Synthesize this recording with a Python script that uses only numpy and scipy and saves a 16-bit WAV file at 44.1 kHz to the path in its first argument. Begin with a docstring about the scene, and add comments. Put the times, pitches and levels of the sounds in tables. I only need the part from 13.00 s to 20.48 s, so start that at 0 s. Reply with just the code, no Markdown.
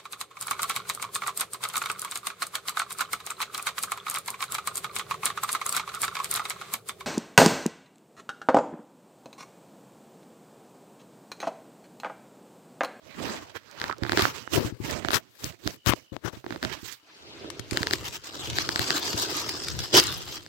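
"""Stony ground outdoors at night: someone wraps food in aluminium foil by a hand-held microphone pair.
Far off in the still air an insect trills faintly. At first a hand and clothing rub right over the two
microphone ports, and the case creaks and bumps in the grip. Then a sleeve slides and the foil is pressed
and crumpled: thousands of tiny creases buckle and set the sheet ringing. Near the end it is torn off
the roll with one quick rip."""
import sys
import numpy as np
from scipy import signal
from scipy.io import wavfile

SR = 44100
rng = np.random.default_rng(int(sys.argv[2]) if len(sys.argv) > 2 else 0)


def waveform_to_disk(signal):
    """Save audio, clipped to [-1, 1], as 16-bit WAV at the path in sys.argv[1]."""
    frames = np.transpose(np.atleast_2d(signal))
    scaled = np.clip(frames, -1, 1) * 32767
    samples = np.round(scaled).astype(np.int16)
    wavfile.write(sys.argv[1], SR, samples)


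N = 329868
TIME = np.arange(N) / SR
SHORT_TIME = np.arange(SR // 12) / SR   # time axis of one short sound


def from_db(db):
    """Decibels to gain."""
    return np.exp(np.asarray(db) * (np.log(10) / 20))


def unit_power(x):
    """Scale to a mean square of 1."""
    return x / np.sqrt(np.mean(x ** 2) + 1e-20)


def unit_peak(x):
    """Scale to a peak of 1."""
    return x / np.abs(x).max()


def curves(rows):
    """One curve over time for each column after the first, which holds the seconds."""
    times, *columns = np.transpose(rows)
    return [np.interp(TIME, times, column) for column in columns]


def drift(per_s):
    """A random wander of unit power that turns per_s times a second."""
    points = rng.standard_normal(4096)
    return unit_power(np.interp(TIME * per_s, np.arange(len(points)), points))


def stroke(at_s, swell_s, hold_s, fade_s):
    """Gain of one movement: it swells to 1 at at_s, holds and fades; each slope spans 26.5 dB."""
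    away = np.maximum((at_s - TIME) / swell_s, (TIME - at_s - hold_s) / fade_s)
    return from_db(-26.5 * np.clip(away, 0, 10))


def add(track, start_s, sound):
    """Mix a short sound into a track."""
    i = round(start_s * SR)
    track[..., i:i + sound.shape[-1]] += sound[..., :N - i]


def panned(pan_db):
    """Gains of the two microphone ports, the left louder by pan_db."""
    return from_db([[pan_db / 2], [-pan_db / 2]])


def spread(middle, side, side_db, pan_db):
    """A sound in front of both ports, with a part that differs between them."""
    side_gain = from_db(side_db)
    return (middle + side_gain * side * [[1], [-1]]) / np.hypot(1, side_gain) * panned(pan_db)


def band(x, low_hz, high_hz, order=2):
    """Causal band-pass."""
    sos = signal.butter(order, [low_hz, min(high_hz, .45 * SR)], "band", fs=SR, output="sos")
    return signal.sosfilt(sos, x + 1e-18)


def resonance(x, hz, width_hz):
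    """One resonance of gain 1 at its centre."""
    return signal.lfilter(*signal.iirpeak(hz, hz / width_hz, fs=SR), x + 1e-18)


def gliding_resonance(x, hz, width_hz):
    """A resonance whose centre follows a curve, stepped in short blocks."""
    out, state, block = np.zeros_like(x), np.zeros((len(x), 2)), 256
    radius = np.exp(-np.pi * width_hz / SR)
    for i in range(0, N, block):
        poles = [1, -2 * radius * np.cos(2 * np.pi * hz[i] / SR), radius ** 2]
        out[:, i:i + block], state = signal.lfilter([1, 0, -1], poles, x[:, i:i + block], zi=state)
    return out * (1 - radius ** 2) / 2


def tick(low_hz, high_hz):
    """A single sharp pulse; peak 1."""
    return unit_peak(band(signal.unit_impulse(len(SHORT_TIME)), low_hz, high_hz))


def burst(low_hz, high_hz, t60):
    """A puff of noise that dies at once; peak 1."""
    puff = rng.standard_normal(len(SHORT_TIME)) * from_db(-60 * SHORT_TIME / t60)
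    return unit_peak(band(puff, low_hz, high_hz))


def grains(per_s, spread_db):
    """Tiny slips at random moments: many small, few large; the power stays even as the rate changes."""
    sizes = from_db(spread_db * np.minimum(rng.exponential(1, N), 4)) * rng.choice([-1, 1], N)
    slipping = rng.random(N) < per_s / SR
    return slipping * sizes / np.sqrt(np.mean(sizes ** 2) * per_s / SR)


def friction(per_s, spread_db, smooth_db):
    """Two excitations that share the same slips, over a smooth sliding hiss."""
    return (grains(per_s, spread_db) + from_db(smooth_db)) * rng.standard_normal((2, N))


def coloured(excitations, spectrum, tilt_db=0, patchy_db=0):
    """Two excitations dealt in turn to third-octave bands, tilted per octave; each band flickers."""
    hz, level_db = np.transpose(spectrum)
    edges = np.geomspace(hz[0], hz[-1], round(3 * np.log2(hz[-1] / hz[0])) + 1)
    centres = np.sqrt(edges[1:] * edges[:-1])
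    power = from_db(np.interp(np.log(centres), np.log(hz), level_db)) ** 2 * np.diff(edges)
    out = 0
    for k, share in enumerate(power / power.sum()):
        gain = from_db(tilt_db * np.log2(centres[k] / 3400) + patchy_db * drift(40))
        out += np.sqrt(share) * gain * unit_power(band(excitations[k % 2], edges[k], edges[k + 1]))
    return out


# The night air all round the microphones. Each row: frequency in Hz, relative density in dB.
AIR_SPECTRUM = [(30, -10.5), (110, -24), (350, -5), (800, -11), (4500, -6), (9500, -20.5), (16000, -16.5)]


def night_air():
    """Still air: a faint hush, its own at each port."""
    hush = [coloured(rng.standard_normal((2, N)), AIR_SPECTRUM) for _ in range(2)]
    return from_db(-67) * np.array(hush)


# One insect, far off in the dark. Each row: start in seconds, length in seconds, level in dB.
TRILLS = [(1.42, 0.081, -60), (2.775, 0.35, -66), (3.958, .1, -70)]


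def insect():
    """A thin, wavering tone, pulsed by about 60 wing strokes a second."""
    phrases = sum(from_db(db) * stroke(start_s, .02, length_s, .02) for start_s, length_s, db in TRILLS)
    tone = unit_power(np.array([np.sin(2 * np.pi * 2980 * TIME + 2 * drift(170)) for _ in range(2)]))
    wing_strokes = 1 + .8 * np.sin(2 * np.pi * 60 * TIME + drift(8))
    return phrases * tone * wing_strokes


# An arm reaches for the foil, in front of the microphones. Each row: time in seconds, level in dB.
SLEEVE_LEVELS = [(4.03, -72), (4.08, -55.5), (4.45, -47.5), (4.68, -53.5), (4.9, -90)]
# The colour of its sleeve. Each row: frequency in Hz, relative density in dB.
SLEEVE_SPECTRUM = [(410, -41), (700, -8), (1170, -9.5), (1260, -8), (2020, -12.5), (2590, -8),
                   (4800, -10.5), (16000, -50)]


def sleeve():
    """Smooth hiss of cloth sliding on cloth."""
    level_db, = curves(SLEEVE_LEVELS)
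    hiss = [coloured(rng.standard_normal((2, N)), SLEEVE_SPECTRUM, patchy_db=3) for _ in range(2)]
    return spread(*hiss, side_db=1, pan_db=1) * from_db(level_db)


# The hand shifts on the microphone case while the foil is worked. Each row: time in seconds, level in dB.
GRIP_LEVELS = [(4.2, -62.5), (5.0, -44), (5.28, -62), (5.52, -34), (5.66, -44), (6.15, -52), (6.64, -50),
               (6.71, -36.5), (6.81, -36), (6.88, -52), (7.1, -37.5), (7.45, -55)]


def grip_rumble():
    """The shifting grip sends a dull rumble through the case, its own at each port."""
    level_db, = curves(GRIP_LEVELS)
    rumble = unit_power(band(rng.standard_normal((2, N)), 61, 143))
    return rumble * from_db(level_db) * panned(1.8) * (TIME > GRIP_LEVELS[0][0])


def fingertip_groan():
    """A fingertip drags over the case by the right port with a low, rough note that rises."""
    start_s, hold_s, rise_hz_per_s = .19, .085, 1600
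    hz = 198 + rise_hz_per_s * np.clip(TIME - start_s, 0, hold_s)
    note = unit_power(gliding_resonance(rng.standard_normal((1, N)), hz, width_hz=91))
    return note * from_db(-43) * stroke(start_s, .035, hold_s, 2 * hold_s) * panned(-20.5)


# The case creaks with a brief, squeaky ring, close to one port. Each row: loudest moment in seconds,
# half length in seconds, pitch in Hz, level in dB, left over right in dB.
CREAK_RINGS = [(0.899, 0.0036, 1230, -28, -16), (0.928, 0.012, 1290, -42, -18),
               (2.9245, 0.0025, 1095, -28.5, 25)]


def creak_rings():
    """Quick sticking and slipping keeps one mode of the case ringing, unsteadily."""
    out = 0
    for at_s, half_s, hz, level_db, pan_db in CREAK_RINGS:
        tone = unit_power(np.sin(2 * np.pi * hz * TIME + drift(500)))
        envelope = np.exp(-((TIME - at_s) / half_s) ** 2)
        out += tone * envelope * from_db(level_db) * panned(pan_db)
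    return out


# Cloth catches right at the microphones. Each row: start in seconds, level in dB, left over right in dB.
SNAGS = [(0.7132, -33, -3), (0.983, -34.5, -2), (1.911, -23, 20), (2.4432, -18.5, 19.5),
         (2.6755, -16.5, 13), (2.8727, -23, 26)]


def fibre_snags():
    """A fibre snags on the rim of a port with a bright, dry tick."""
    out = np.zeros((2, N))
    click = tick(4300, 6900) + tick(11000, 24000) / 2
    for start_s, level_db, pan_db in SNAGS:
        add(out, start_s, from_db(level_db) * click * panned(pan_db))
    return out


# The modes of the case: the stiff ones as each microphone hears them, and the low ones at both.
# Each row: frequency in Hz, relative level in dB, swell in seconds.
LEFT_MODES = [(760, -15, 0.00063), (1663, 7, 0.00032), (4050, 14.5, 0.00012), (6400, -2.5, 0.00023)]
RIGHT_MODES = [(900, -7.5, 0.0004), (1457, 15.5, 0.00034), (4600, -13, 0.00085), (6350, -18.5, 0.00044)]
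LOW_MODES = [(122.7, -19.5, 0.0088), (353, 2.5, 0.0022), (840, 7.5, 0.00032)]


def case_ring(modes, tuning=1):
    """One blow on the case: each mode swells and dies, with a strength and pitch of its own; peak 1."""
    hz, level_db, swell_s = np.transpose(modes)[:, :, None]
    strength, detune = rng.standard_normal((2, len(modes), 1))
    envelopes = SHORT_TIME / swell_s * np.exp(-SHORT_TIME / swell_s)
    tones = np.sin(2 * np.pi * hz * tuning * np.exp(.04 * detune) * SHORT_TIME)
    return unit_peak((from_db(level_db + 1.5 * strength) * envelopes * tones).sum(0))


# A finger lands right on the left microphone port. Each row: start in seconds, level in dB.
KNOCKS = [(2.869, -7), (2.936, -3), (3.1658, -14)]


def port_knocks():
    """A sudden push of air into the left port, which leaks away while the case rings low."""
    out = np.zeros((2, N))
    push = band(tick(30, 5000), 130, 800, order=1)
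    for start_s, level_db in KNOCKS:
        knock = push / push.max() + from_db(-11.5) * case_ring(LOW_MODES)
        add(out[0], start_s, from_db(level_db) * knock)
    return out


# Fingers on the case, around the microphones. Each row: start in seconds, relative level in dB at the
# nearer port, place (1 at the left port, -1 at the right).
BUMPS = [(1.022, -6, -1.1), (1.223, -5, -1.3), (1.583, -9, 0.68), (1.647, -6, 0.83), (1.723, -13, 0.74),
         (1.801, -11, 1), (2.441, -14, -0.59), (2.661, -9, -0.59), (2.869, -0.5, 0.77), (2.892, 0, 0.63),
         (3.12, -14.5, 0.78), (3.248, -9, 0.86), (3.332, -20.5, 1), (3.37, -20.5, -0.77),
         (3.65, -9.5, -1.3), (3.829, -19.5, -1.3), (4.596, -14.5, -0.9), (4.721, -6.5, -1),
         (4.807, -8, -0.47), (5.795, -8.5, -1.5), (6.143, -9.5, 0.3)]


def finger_bumps():
    """Soft bumps reach only the low modes of the case, at each port in its own way."""
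    shadow_db = 34.5   # a bump on one port is this much weaker at the other
    out = np.zeros((2, N))
    for start_s, near_db, place in BUMPS:
        for port, distance in zip(out, (-place, place)):
            level_db = near_db - shadow_db * max(distance, 0)
            thump = unit_peak(band(case_ring(LOW_MODES), 40, 163))
            add(port, start_s, from_db(level_db - 10) * thump)
    return out


# The microphone case slips in the hand. Each row: start in seconds, left level in dB, right level in dB,
# thud in dB relative to the ring at the right port.
CREAKS = [(0.8004, -17.5, -32, -21), (0.8156, -10, -13.5, -13), (0.8409, -12, -13, -10),
          (0.8994, -20, -26.5, 4.5), (0.9115, -35, -14, -29), (0.926, -21, -20, -15), (1.035, -11, -15, -2),
          (1.0504, -31, -18.5, -2), (1.065, -23.0, -20, 1), (1.0949, -13.5, -9.5, -7),
          (1.1204, -5.0, -9.5, -6), (1.132, -16, -16.5, 6.5), (1.1739, -2.5, -6, -4),
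          (1.1837, -8.5, -12, -2.5), (1.194, -4, -12, 4.5), (1.2095, -10, -14, -7), (1.222, -2, -23, -13),
          (1.2534, -16, -1, -31), (1.4756, -44, -18, -14), (2.0484, -13.5, -12.5, -1),
          (2.0856, -6.5, -10, -6.5), (2.106, -10, -11.5, -10), (2.1327, -4, -13.5, -2),
          (2.6754, -8.5, -12.5, -4.5), (2.862, -6, -30, -19), (2.8941, -5.5, -35, 9),
          (3.4423, -37, -35, 11.5), (3.4641, -28, -26, 8), (3.5066, -21.5, -21, 2),
          (3.5242, -23, -19.5, -3), (3.5603, -25, -25, 4.5), (3.6285, -10, -16.5, -3),
          (3.637, -19, -22, -2), (3.6495, -8.5, -14, -20), (4.444, -44, -55, 29), (4.7725, -1, -10, -12),
          (4.8311, -6, -11, -17), (4.8705, -6.5, -11.5, -11), (4.9099, -7, -14, -9), (4.9351, 1, -11, -4),
          (5.394, -41, -56, 30), (5.5855, -2.5, -9.5, -16), (5.6908, -6, -10, -8), (5.7596, -4.0, -10, -11),
          (5.794, -2.5, -24, -6), (5.9054, -1.5, -8, -10), (7.4632, -26, -30.5, -4)]
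# A tighter grip raises the stiff modes. Each row: time in seconds, pitch ratio.
GRIP_TUNING = [(1.22, 1.04), (1.25, 0.95), (2.1, .88), (3.6, 1.004), (4.7, 1.07)]


def case_creaks():
    """Each slip rings the stiff modes of the case over a low thud, which is weaker on the left."""
    right_lag_s = .00036
    left, right = out = np.zeros((2, N))
    for start_s, left_db, right_db, thud_db in CREAKS:
        tuning = np.interp(start_s, *np.transpose(GRIP_TUNING))
        thud = from_db(thud_db) * case_ring(LOW_MODES)
        # the more one-sided the slip, the more treble at the left port
        crack_db = -14.5 + min(.53 * abs(left_db - right_db), 20)
        crack = from_db(crack_db) * tick(2600, 16000)
        at_left = case_ring(LEFT_MODES, tuning) + from_db(-19) * thud + crack
        at_right = case_ring(RIGHT_MODES, tuning) + thud
        add(left, start_s, from_db(left_db) * at_left)
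        add(right, start_s + right_lag_s, from_db(right_db) * at_right)
    return out


# Cloth and skin pass directly over each microphone port. Each row: moment of full pressure, swell, hold
# and fade in seconds, relative drag and rasp levels in dB, brightness in dB per octave.
LEFT_STROKES = [(0.28, 0.2, 0.014, 0.27, -42, -39, -2), (0.56, 0.059, 0.0091, 0.045, -61.5, -51, 4),
                (0.82, 0.1, 0.087, 0.089, -43, -47, -4), (1.17, 0.15, 0.069, 0.2, -37, -30.5, 0),
                (1.576, 0.069, 0.0069, 0.17, -23.5, -28, -0.5), (1.86, 0.1, 0.042, 0.14, -41, -38, 2.5),
                (2.142, 0.032, 0.023, 0.024, -27, -13, 2), (2.45, 0.16, 0.03, 0.075, -55, -39.5, 4),
                (2.67, 0.085, 0.09, 0.015, -51.5, -46, 3), (2.872, 0.018, 0.028, 0.02, -26, -18.5, 0.4),
                (2.921, 0.03, 0.0061, 0.015, -27, -24, -1.5),
                (3.128, 0.012, 0.012, 0.063, -37.5, -45.5, -1.5),
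                (3.25, 0.027, 0.031, 0.041, -31.5, -33, -1.2), (3.33, 0.015, 0.01, 0.084, -44, -42, 0.5),
                (3.447, 0.01, 0.13, 0.022, -46, -52, 0), (3.63, 0.051, .015, 0.46, -55, -45, 0),
                (3.88, 0.11, 0.053, 0.088, -64, -55, 3.5)]
RIGHT_STROKES = [(0.06, 0.096, 0.14, 0.065, -47, -50.5, 1), (0.235, 0.11, 0.034, 0.34, -33, -33, 0.5),
                 (0.555, 0.014, 0.016, 0.015, -40.5, -33.5, -1), (0.8, 0.25, 0.081, 0.12, -42.5, -41, -1),
                 (1.03, 0.13, 0.19, .08, -36.5, -45, -2.5), (1.18, 0.062, 0.059, 0.15, -28.5, -27, 0.5),
                 (1.36, 0.1, 0.016, 0.15, -37.5, -37, 1.5), (1.54, 0.033, 0.013, 0.077, -22.5, -23.5, 3),
                 (1.65, 0.067, 0.032, 0.04, -31, -39, 3.5), (1.85, 0.055, 0.099, 0.3, -29, -35.5, 0),
                 (2.06, 0.057, 0.12, 0.035, -36.5, -42, 2.5), (2.44, 0.063, 0.041, 0.1, -37, -38.5, 1.5),
                 (2.67, 0.096, 0.019, 0.1, -35.5, -39, 3), (2.875, 0.036, 0.1, 0.12, -46, -47, 3),
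                 (3.255, 0.021, 0.022, 0.048, -44, -53, -3), (3.34, .05, 0.045, 0.1, -51, -53.5, 4),
                 (3.51, 0.057, 0.032, 0.11, -35.5, -44.5, 1), (3.635, 0.024, 0.023, 0.017, -27.5, -36.5, 2),
                 (3.712, 0.15, 0.037, 0.073, -32.5, -35, 0), (3.87, 0.14, 0.039, 0.089, -48, -37.5, 4)]
# The rasp at each port and the drag through the case. Each row: frequency in Hz, relative density in dB.
LEFT_RASP_SPECTRUM = [(800, 6), (1600, 2.5), (2600, -2), (4500, -4.5), (7500, -10.5), (10000, -20),
                      (13500, -9), (16000, -22)]
RIGHT_RASP_SPECTRUM = [(800, 0), (1600, -0.5), (2600, -3), (4500, -7), (7500, -12.5), (10000, -30),
                       (13500, -19.5), (16000, -24)]
DRAG_SPECTRUM = [(40, -16), (65, -5.5), (110, 0.5), (190, -6.5), (330, -1), (480, -5.5), (700, -7.5)]


def port_rubbing(strokes, rasp_spectrum, drag_trim_db, rasp_trim_db):
    """Fibres catch on one port: each stroke gives a low drag and a rasp of its own brightness."""
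    drag_power = rasp_power = weighted_tilt = 0
    for *timing, drag_db, rasp_db, tilt_db in strokes:
        contact = stroke(*timing) ** 2
        drag_power += contact * from_db(drag_db) ** 2
        rasp_power += contact * from_db(rasp_db) ** 2
        weighted_tilt += contact * from_db(rasp_db) ** 2 * tilt_db
    catching = drift(110)
    coarse_slips = friction(per_s=1100, spread_db=2.7, smooth_db=-5.5)
    drag = coloured(coarse_slips, DRAG_SPECTRUM, patchy_db=4.5)
    drag *= from_db(drag_trim_db + .69 * catching)
    fine_slips = friction(per_s=5000, spread_db=3.35, smooth_db=-1.3)
    rasp = coloured(fine_slips, rasp_spectrum, weighted_tilt / rasp_power, patchy_db=2.5)
    rasp *= from_db(rasp_trim_db + 2.06 * catching)
    return drag * np.sqrt(drag_power) + rasp * np.sqrt(rasp_power)


# Hands press steadily on the foil, in front of the microphones.
# Each row: time in seconds, relative flexing level in dB, relative crinkle level in dB.
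PRESSURE = [(4.05, -65.5, -69), (4.46, -40.5, -62), (4.68, -50.5, -54), (4.74, -35, -36),
            (5.0, -43.5, -42.5), (5.21, -64, -57), (5.36, -42, -41.5), (5.74, -40, -37), (5.88, -35.5, -35),
            (6.6, -40, -39.5), (6.91, -49, -44.5), (7.03, -40.5, -31.5), (7.22, -45, -43),
            (7.478, -54.5, -55)]
# A squeeze crushes a clump of creases.
# Each row: moment of full pressure in seconds, hold in seconds, relative crinkle level in dB.
SQUEEZES = [(4.931, 0.0031, -26.5), (5.053, 0.029, -34), (5.129, 0.033, -35), (5.243, 0.033, -41.5),
            (5.439, 0.014, -38), (5.563, 0.06, -31.5), (5.816, 0.0066, -28), (5.878, 0.085, -32.5),
            (5.962, 0.018, -34), (6.052, 0.082, -33.5), (6.177, 0.06, -27.5), (6.297, 0.022, -34),
            (6.345, 0.07, -32.5), (6.487, 0.0053, -33), (6.631, 0.0088, -35.5), (6.794, 0.014, -34.5),
            (6.833, 0.017, -38.5), (7.278, 0.094, -40.5)]


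def foil_effort():
    """Pressure, squeezes and the rip add up to flexing gain, crinkle gain and tilt in dB per octave."""
    steady_flex, steady_crinkle = from_db(curves(PRESSURE))
    squeezes = sum(from_db(db) * stroke(at_s, .023, hold_s, .044) for at_s, hold_s, db in SQUEEZES)
    crushing = np.hypot(steady_crinkle, squeezes)
    flexing = np.hypot(steady_flex, from_db(-10.5) * squeezes)
    # the sheet is torn off the roll, and the tear gathers speed
    rip_s, rip_hold_s, rip_growth_db = 6.941, .05, 1.5
    rip = stroke(rip_s, .019, rip_hold_s, .045)
    torn = np.clip((TIME - rip_s) / rip_hold_s, 0, 1)
    tearing = from_db(-19 + rip_growth_db * torn) * rip
    squeeze_boost_db = 20 * np.log10(crushing / steady_crinkle)
    tilt_db = -.13 + .06 * squeeze_boost_db + .1 * rip
    return np.hypot(flexing, tearing), np.hypot(crushing, tearing), tilt_db


# The low rustle of the foil, a little to the right. 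Each row: frequency in Hz, relative density in dB.
FLEX_SPECTRUM = [(60, -12), (120, -8), (230, -8.5), (345, 4), (480, -5.5), (700, -9.5)]


def foil_flex():
    """The whole sheet flexes with a low rustle."""
    rustle = [coloured(friction(per_s=900, spread_db=2.4, smooth_db=-8.5), FLEX_SPECTRUM, patchy_db=1.5)
              for _ in range(2)]
    return spread(*rustle, side_db=-11, pan_db=-4) * from_db(-2.5)


# The crinkle, wide across both microphones. Each row: frequency in Hz, relative density in dB.
CRINKLE_SPECTRUM = [(700, -3), (1150, -0.5), (1600, -2), (2200, -6.5), (3000, -3), (4200, -6), (5400, -8),
                    (6500, -8.5), (8000, -8), (9300, -27), (13000, -12.5), (16000, -26)]


def foil_crinkle(crinkle_gain, tilt_db):
    """Thousands of tiny creases buckle; harder crumpling folds more of them."""
    creases_per_s = 3500 * (crinkle_gain / from_db(-31)) ** .46
    creases = [friction(creases_per_s, spread_db=3.3, smooth_db=-6.5) for _ in range(2)]
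    crinkle = [coloured(slips, CRINKLE_SPECTRUM, tilt_db, patchy_db=2.5) for slips in creases]
    return spread(*crinkle, side_db=-1.5, pan_db=1.5) * from_db(-1.22)


# Lone sharp creases, at both microphones. Each row: time in seconds, level in dB re the crinkle gain.
PING_LEVELS = [(5.1, -36), (5.9, -16), (6.2, -16.5), (6.85, -11.5), (7.08, -8), (7.4, -11)]


def crease_pings():
    """The sharpest creases stand out as pings a millisecond long, each in one of four treble bands."""
    level_db, = curves(PING_LEVELS)
    decay_s = .0006
    out = 0
    for low_hz, high_hz in [(3000, 5500), (4500, 8000), (6000, 14000), (11000, 15500)]:
        creases = np.abs(grains(per_s=50, spread_db=5)) + 1e-18
        envelope = signal.lfilter([1], [1, -np.exp(-1 / (decay_s * SR))], creases)
        out += unit_power(band(envelope * rng.standard_normal((2, N)), low_hz, high_hz))
    return unit_power(out) * from_db(level_db)


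# Single folds of foil, the first ones well to the left.
# Each row: start in seconds, relative level in dB, left over right in dB.
FOLD_SNAPS = [(4.502, -31.5, 23), (4.595, -34, 29), (4.71, -26.5, 20), (4.731, -26, 16), (4.955, -27, 5),
              (5.5, -26, -3), (6.198, -21, -3), (6.228, -23.5, 6), (6.492, -18.5, -3), (6.684, -22.5, 4),
              (6.79, -22, 4), (6.998, -10.5, 10)]


def fold_snaps():
    """A fold buckles with a short snap and a faint, longer fizz on top."""
    out = np.zeros((2, N))
    for start_s, level_db, pan_db in FOLD_SNAPS:
        snap = burst(730, 6460, t60=.013) + from_db(-19) * burst(8000, 12600, t60=.034)
        add(out, start_s, from_db(level_db + 2) * snap * panned(pan_db))
    return out


# The steady ringing zone of the held foil. Each row: centre in Hz, width in Hz, relative level in dB.
SHEET_ZONES = [(4770, 1200, 1)]
# Its main zone glides as it is bent. 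Each row: time in seconds, centre in Hz, relative level in dB.
SHEET_BEND = [(5.12, 2830, -4), (5.33, 3660, -7), (5.43, 3240, 2), (5.56, 4200, 4), (5.9, 4500, -14),
              (6.2, 5110, -13), (6.58, 5150, 10.5), (6.98, 5160, 3.5), (7.09, 3540, 3), (7.35, 3300, -2)]


def sheet_zones(creases):
    """The zones of the held sheet ring; cupped in the hand for a moment, the foil loses its middle."""
    held = np.interp(TIME, [4.9, 5.3], [.25, 1])
    bend_hz, bend_db = curves(SHEET_BEND)
    steady = sum(from_db(db) * resonance(creases, hz, width_hz) for hz, width_hz, db in SHEET_ZONES)
    wavering_hz = bend_hz * (1 + .04 * drift(22))
    gliding = from_db(bend_db) * gliding_resonance(creases, wavering_hz, width_hz=400)
    ringing = creases + held * (steady + gliding)
    cupped = stroke(6.185, swell_s=.045, hold_s=.053, fade_s=.045)
    return ringing - .77 * cupped * resonance(ringing, hz=2420, width_hz=2400)


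def sheet_shimmer(creases, t60, wet_db):
    """Every crease leaves the countless modes of the sheet ringing; they keep changing as it crumples."""
    block = len(SHORT_TIME)
    ringing = np.zeros_like(creases)
    for i in range(0, N, block):
        tail = rng.standard_normal((2, block)) * from_db(-60 * SHORT_TIME / t60)
        tail /= np.linalg.norm(tail[0])
        add(ringing, i / SR, signal.fftconvolve(creases[:, i:i + block], tail, axes=1))
    return (creases + from_db(wet_db) * ringing) / np.hypot(1, from_db(wet_db))


def foil():
    """Creases buckle in clumps and ring through the sheet, while the whole of it flexes."""
    flex_gain, crinkle_gain, tilt_db = foil_effort()
    crinkle = foil_crinkle(crinkle_gain, tilt_db)
    flex = flex_gain * foil_flex()
    clumps = from_db(1.2 * drift(75))
    creases = crinkle_gain * (crinkle * clumps + crease_pings()) + fold_snaps()
    return sheet_shimmer(sheet_zones(creases), t60=.026, wet_db=-5) + flex


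def scene():
    """Handling right on the microphones, sleeve and foil in front of them, the night beyond."""
    left = port_rubbing(LEFT_STROKES, LEFT_RASP_SPECTRUM, drag_trim_db=-.4, rasp_trim_db=0)
    right = port_rubbing(RIGHT_STROKES, RIGHT_RASP_SPECTRUM, drag_trim_db=-2.04, rasp_trim_db=1.36)
    handling = np.array([left, right]) + case_creaks() + finger_bumps() + port_knocks()
    handling += fingertip_groan() + creak_rings() + fibre_snags() + grip_rumble()
    reach_s = SLEEVE_LEVELS[0][0]
    wrapping = (foil() + sleeve()) * (TIME > reach_s)
    return handling + wrapping + night_air() + insect()


def record(dry):
    """The bass rolls off below 48 Hz, peaks stop at full scale, and the top is cut at 16 kHz."""
    low_cut = signal.butter(2, 48, "high", fs=SR, output="sos")
    high_cut = signal.ellip(10, .2, 80, 16000, fs=SR, output="sos")
    clipped = np.clip(signal.sosfilt(low_cut, dry), -1, 1)
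    return signal.sosfilt(high_cut, clipped)


dry = scene()
out = record(dry)
waveform_to_disk(out)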